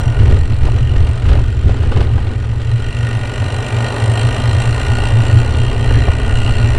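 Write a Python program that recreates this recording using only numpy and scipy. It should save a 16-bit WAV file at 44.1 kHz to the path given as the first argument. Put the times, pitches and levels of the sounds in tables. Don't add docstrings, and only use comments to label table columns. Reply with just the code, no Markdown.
import sys
import numpy as np
from scipy import signal
from scipy.fft import rfft, irfft
from scipy.io import wavfile
from scipy.ndimage import uniform_filter1d

SR = 44100
rng = np.random.default_rng(int(sys.argv[2]) if len(sys.argv) > 2 else 0)


def master_out(mix):
    frames = np.transpose(np.atleast_2d(mix))
    ceiling = np.clip(frames, -1, 1)
    pcm = np.round(ceiling * 32767).astype(np.int16)
    wavfile.write(sys.argv[1], SR, pcm)


def volts_from_db(level):
    exponent = np.asarray(level, float) / 20
    return 10 ** exponent


N = 298998

# time_s, buffeting_db
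WIND = [(0, -18.5), (.45, -13.5), (.8, -18.5), (1.15, -20.5), (1.55, -16), (2.1, -15.5), (2.5, -21),
        (2.8, -23), (3.4, -26), (3.8, -29.5), (4.3, -25), (4.5, -20.5), (4.8, -21.5), (5.1, -14.5),
        (5.5, -13.5), (5.85, -17.5), (6.2, -22.5), (6.78, -15.5)]
# freq_hz, density_db
BUFFET_SPECTRUM = [(3, -34), (8, 8), (25, -6), (76, 6), (120, -3), (135, -7.5), (165, -31), (250, -23.5),
                   (420, -30.5), (800, -57.5), (1500, -94)]
# freq_hz, gain_db
BUFFET_TONE = [(15, 1), (35, 5.5), (50, -0.15), (126, -0.2), (142, -2), (175, -4), (215, 3.3)]
# middle_s, half_length_s, thump_db, rattle_db
JOLTS = [(0.214, 0.061, 8, 5.5), (.31, 0.15, 7, 12), (0.525, 0.029, 6, 5), (0.659, 0.07, 10, 11.5),
         (0.773, 0.094, 4, 6.5), (1.012, 0.2, 10, 6.8), (1.301, 0.098, 12, 12.5), (1.391, 0.082, 7.5, 8.5),
         (1.666, 0.039, 4.5, -2.5), (1.686, 0.092, 5, 10.5), (1.854, 0.11, 2.8, 7.5),
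         (1.924, 0.018, -0.5, 7.5), (1.993, .11, 3.5, 14.5), (2.181, 0.043, 5, 7.5),
         (2.287, 0.083, 1.7, 5.5), (2.542, 0.029, -1.5, -2), (2.87, 0.1, 6.5, .3), (4.042, 0.16, 0.5, 0.5),
         (4.7, .08, 3, -2.2), (5.267, 0.32, -5, 2), (5.955, 0.15, 8.5, 3.5), (6.092, 0.027, 14.5, 1.5),
         (6.358, 0.38, 7.5, 0), (6.747, 0.043, 5, 1.5)]

# pitch_hz, width_hz, level_db
DRONE_MODES = [
    (114.3, 9.3, 6.5),
    (91.9, 25, -5),
]
# start_s, length_s, level_db
BOUNCES = [(0.013, 0.11, -11), (0.262, 0.14, -13.5), (.62, .11, -15.5), (0.752, .13, -12.5),
           (1.207, .08, -14.5), (1.69, .07, -15.5), (1.846, .04, -15), (1.96, 0.035, -12),
           (2.065, .1, -15.5), (2.52, 0.03, -14), (2.693, 0.084, -13), (2.99, 0.081, -14.5),
           (3.14, .076, -14.5), (3.402, .044, -13), (3.542, .043, -15), (3.72, 0.11, -13.5),
           (4.015, .12, -10.5), (4.182, .11, -10), (4.397, 0.13, -12.5), (4.523, 0.073, -11),
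           (4.664, 0.066, -12), (4.85, .12, -12.5), (5.022, .04, -15), (5.127, 0.11, -8.5),
           (5.307, 0.097, -4.5), (5.592, .084, -14), (5.745, 0.15, -15), (5.919, 0.13, -11.5),
           (6.493, .042, -13.5), (6.59, .1, -10)]
# freq_hz, gain_db
DRONE_TOP_CUT = [(124, -1.5), (138, 0), (160, -38.5), (300, -40)]

# time_s, roar_db, brightness_db
GROUND = [(0, -29, 6), (.45, -34, 5), (1.2, -34.5, 6.5), (1.55, -32, 0), (2.1, -32, 3.5), (2.62, -32, 1),
          (3.3, -29, 5), (3.9, -24, 6), (4.4, -25, 6.5), (5.05, -24.5, 5), (5.49, -24, 3),
          (6.2, -24.5, 3.5), (6.78, -25.5, 4)]
# freq_hz, density_db
ROAR_SPECTRUM = [(88, -60), (150, -10), (168, -17), (230, 7), (335, -4), (406, 4.5), (508, -4), (1000, -10),
                 (1110, -15), (1230, -8.5), (1320, -30.5), (1440, -10), (1700, -21), (2210, -20),
                 (3740, -120)]
# freq_hz, density_db
RATTLE_SPECTRUM = [(88, -28), (150, 2.5), (360, -6.5), (487, -4.5), (762, -23), (1010, -34), (1210, -9.5),
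                   (1830, -16.5), (1960, -16), (3010, -17), (6490, -33.5), (8640, -37), (10700, -47.5),
                   (13900, -76), (22000, -120)]

# start_s, peak_db, pitch_hz, crack_db, ring_s
KNOCKS = [(0.199, -19, 444, -1, 0.02), (0.269, -20, 466, -3, 0.036), (0.533, -28, 600, 6, 0.04),
          (0.669, -21, 444, 2, 0.031), (0.686, -13.5, 700, -23, 0.031), (0.78, -20, 401, -18, 0.062),
          (1.252, -27, 495, -15, 0.04), (1.314, -10, 458, -11, 0.056), (1.353, -11.5, 522, -14, 0.066),
          (1.387, -14.5, 720, -17, 0.02), (1.693, -11, 480, -15, 0.03), (1.742, -16, 431, -19, 0.036),
          (1.92, -7, 438, -28, 0.027), (1.965, -14, 800, -22, 0.068), (2.012, -7.5, 440, -18, 0.043),
          (2.069, -22, 468, -2, 0.045), (2.179, -13.5, 552, -28, 0.049), (2.269, -22, 471, -2, 0.031),
          (2.299, -30, 425, -15, 0.041), (2.578, -32, 670, -14, 0.04), (2.598, -25, 484, -5, 0.053),
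          (2.649, -39, 583, -4, 0.047), (2.821, -22, 1430, -16, 0.027), (6.082, -6, 704, -25, 0.025),
          (1.835, -13.5, 900, -17, 0.019),
    (5.547, -18, 1500, 4.5, 0.027),
    (5.9, -19, 1790, -15, 0.054),
    (5.945, -15, 1910, -12, 0.27),
]

# time_s, teeth_per_s
TOOTH_RATE = [(0.0, 44.9), (1.15, 46.02), (1.95, 45.92), (2.6, 44.28), (3.0, 49.57), (3.3, 47.78),
              (4.3, 53.01), (5.2, 60.79), (5.35, 68.64), (5.55, 63.79), (5.7, 61.61), (5.85, 62.46),
              (6.15, 60.61), (6.3, 65.41), (6.78, 66.67)]
# time_s, level_db, low_modes_lift_db
TICKING = [(0, -45, -2.5), (.5, -50, 0), (1.2, -49.5, 0), (2.1, -54, 0), (2.55, -51, -1), (2.95, -45, 1.5),
           (3.4, -42.5, 0), (3.8, -39.5, -1.5), (4.25, -38.5, -1), (4.7, -39, -1.8), (5.29, -40.5, 0),
           (5.6, -43.5, -0.3), (5.9, -42, 1), (6.2, -44, 2.2), (6.4, -41, 1), (6.78, -42, .6)]
WHEEL_HZ = [1228, 1443, 1853, 1975, 2368, 2580, 2790, 2890, 3172, 3630, 4020, 4350, 4622, 5186, 5528, 5765,
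            6200, 7060, 7370, 7850, 8500, 9740, 10350]
# width_hz, level_db, road_hum_db (against the ticks)
WHEEL_MODES = [(46.5, -8, -14.5), (52, 1.5, -7), (51, -1, 5), (83, -9.5, 10.5), (60, -8.5, 6.5),
               (152, -11, 9), (163, -7.5, 2.5), (102, -2.5, -4), (38.3, -5, 5), (80, -15, 8),
               (77.5, -8.5, -6.5), (165, -11.5, -12), (30, -17, -11), (90, -19, 7), (109, -29.5, -15),
               (123, -11, -3), (270, -23.5, -14), (110, -13.5, -17), (187, -12, -4.5), (130, -15, -19),
               (344, -13.5, -4), (109, -17, -3), (500, -63, -7)]
# freq_hz, density_db
SNAP_SPECTRUM = [(300, -3.5), (800, -4), (2000, -15.5), (4300, -16), (4700, -27), (10500, -24.5),
                 (11500, -32.5), (14000, -36.5), (16500, -59)]

# freq_hz, gain_db
CAPSULE = [(10, -1.5), (10400, -0.5), (11100, -8.5), (13600, -5), (14800, -26), (17000, -35)]


def unit_rms(x):
    return x / np.sqrt(np.mean(x ** 2) + 1e-20)


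def noise():
    return rng.standard_normal(N)


def curve(rows, order=1):
    rows = np.array(rows)
    return np.interp(np.arange(N) / SR, rows[:, 0], rows[:, order])


def colour(x, points):
    f, db = np.transpose(points)
    hz = np.fft.rfftfreq(N, 1 / SR)
    gain_db = np.interp(np.log(hz + 1), np.log(f + 1), db)
    return irfft(rfft(x) * volts_from_db(gain_db), N)


def resonate(x, hz, width):
    pole = np.exp(-np.pi * width / SR + 2j * np.pi * hz / SR)
    return 2 * signal.lfilter([1 - abs(pole)], [1, -pole], x).real


def flutter(seconds):
    span = max(int(seconds * SR), 2)
    return unit_rms(uniform_filter1d(uniform_filter1d(noise(), span), span))


def steadied(x, seconds, share):
    power = uniform_filter1d(x ** 2, int(seconds * SR))
    return unit_rms(x / (abs(power) + 1e-12) ** (share / 2))


def humps(middles, lengths, heights):
    out = np.zeros(N)
    for middle, length, height in zip(middles, lengths, heights):
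        hump = height * np.hanning(max(round(length * SR), 2))
        first = round(middle * SR) - len(hump) // 2
        part = out[max(first, 0):first + len(hump)]
        part += hump[max(-first, 0):][:len(part)]
    return out


def jolt_thump_db():
    middle, half, thump_db, _ = np.transpose(JOLTS)
    return humps(middle, 2 * half, thump_db)


def jolt_rattle_db():
    middle, half, _, rattle_db = np.transpose(JOLTS)
    return humps(middle, 2 * half, rattle_db)


def buffeting():
    push = steadied(colour(noise(), BUFFET_SPECTRUM), 0.089, share=0.6)
    push *= volts_from_db(curve(WIND) + jolt_thump_db() + 3.0)
    return colour(push, BUFFET_TONE)


def bouncing(steady_db=-21, swell_s=0.038):
    start, length, db = np.transpose(BOUNCES)
    swells = humps(start + length / 2, length + 2 * swell_s, volts_from_db(2 * db))
    return np.sqrt(volts_from_db(2 * steady_db) + swells)


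def tyre_drone():
    push = noise()
    drone = np.zeros(N)
    for hz, width, db in DRONE_MODES:
        drone += volts_from_db(db) * resonate(resonate(push, hz, width), hz, 0.86 * width)
    drone = steadied(drone, 0.075, share=0.76) * bouncing() * volts_from_db(2.5)
    return colour(drone, DRONE_TOP_CUT)


def rolling(grit_per_s=1600, grit_db=4.5, patchy_db=1.0):
    jolt_db = jolt_rattle_db()
    grain_gain = volts_from_db(grit_db * rng.exponential(1, N).clip(0, 3.5))
    grit = grain_gain * (rng.random(N) < grit_per_s / SR) * noise()
    tread = unit_rms(colour(unit_rms(grit) * 0.72 + noise(), ROAR_SPECTRUM))
    upper = colour(tread, [(380, -40), (560, 0)])
    bright_db = curve(GROUND, order=2) - 0.51 * jolt_db
    tread += (volts_from_db(bright_db) - 1) * upper
    roar = tread * volts_from_db(curve(GROUND) + jolt_db - 1.52 + patchy_db * flutter(0.0072))
    rattle = volts_from_db(3.54 * flutter(0.0043)) * noise()
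    return roar + unit_rms(colour(rattle, RATTLE_SPECTRUM)) * volts_from_db(-35 + 0.73 * jolt_db)


def knocks(attack_s=0.00057, width_hz=420):
    out, t = np.zeros(N), np.arange(3000) / SR
    crack_band = signal.butter(4, [2200, 4400], "band", fs=SR, output="sos")
    dull = signal.butter(4, 1800, fs=SR, output="sos")
    for start, peak_db, hz, crack_db, ring_s in KNOCKS:
        decay = volts_from_db(-60 * t / ring_s)
        blow = rng.standard_normal(len(t)) * decay * np.minimum(t / attack_s, 1)
        low = signal.sosfilt(dull, resonate(blow, hz, width_hz))
        crack = signal.sosfilt(crack_band, blow)
        sound = low / abs(low).max() + volts_from_db(crack_db) * crack / abs(crack).max()
        part = out[round(start * SR):][:len(t)]
        part += volts_from_db(peak_db - 2) * sound[:len(part)]
    return out


def tooth_clock(first_tooth=0.49, early_s=0.0028):
    turned = first_tooth + np.cumsum(curve(TOOTH_RATE)) / SR
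    tooth = np.roll(turned, -round(early_s * SR)).astype(int).clip(0)
    tooth = np.maximum.accumulate(tooth)
    starts = np.r_[0, np.flatnonzero(np.diff(tooth)) + 1]
    return tooth - tooth[0], starts


def pawl_ticks(which, starts, luck, jitter_s=0.0004, bounce_s=0.0021, even_db=0.8, strike_db=7):
    late_s = jitter_s * (2 + luck[which, 0]).clip(0)
    age_s = (np.arange(N) - starts[which]) / SR - late_s
    fall = age_s.clip(0) / bounce_s
    strike = unit_rms((fall >= 1) & (np.roll(fall, 1) < 1))
    strike = signal.sosfilt(signal.butter(4, 4800, fs=SR, output="sos"), strike)
    force = volts_from_db(even_db * luck[which, 1])
    chatter = force * unit_rms(fall * np.exp(-fall)) * noise()
    return chatter, chatter + force * volts_from_db(strike_db) * strike


def freewheel(snap_db=-4, hiss=0.8, mode_even_db=2.3, faintest_db=-52, wobble_db=0.7):
    which, starts = tooth_clock()
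    luck = rng.standard_normal((len(starts), 2 + len(WHEEL_MODES)))
    luck[:, 2:] = unit_rms(uniform_filter1d(luck[:, 2:], size=9, axis=0))
    chatter, tick = pawl_ticks(which, starts, luck)
    hum = noise()
    low, high = np.zeros((2, N))
    for k, (hz, (width, db, hum_db)) in enumerate(zip(WHEEL_HZ, WHEEL_MODES)):
        drive = tick * volts_from_db(mode_even_db * luck[which, 2 + k]) + volts_from_db(hum_db) * hum
        ring = resonate(resonate(drive, hz, 0.82 * width), hz, 3.6 * width)
        group = low if k < 9 else high
        group += (-1) ** k * volts_from_db(db) * ring
    wheel = (low * volts_from_db(curve(TICKING, order=2)) + high) / np.std(low + high)
    snap = volts_from_db(snap_db) * unit_rms(colour(chatter + hiss * hum, SNAP_SPECTRUM))
    level_db = curve(TICKING).clip(faintest_db) + 0.21 * jolt_rattle_db()
    level_db += wobble_db * flutter(0.022) + 12.5
    return volts_from_db(level_db) * (snap + wheel)


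def scene():
    return (buffeting() + tyre_drone() + rolling() + knocks() + freewheel())[None]


def band_limit(x):
    return signal.sosfilt(signal.butter(12, 15800, fs=SR, output="sos"), x)


def record(dry):
    heard = colour(dry[0], CAPSULE)[None]
    limited = np.clip(1.25 * np.tanh(heard / 1.25), -1, 1)
    return band_limit(limited)


dry = scene()
out = record(dry)
master_out(out)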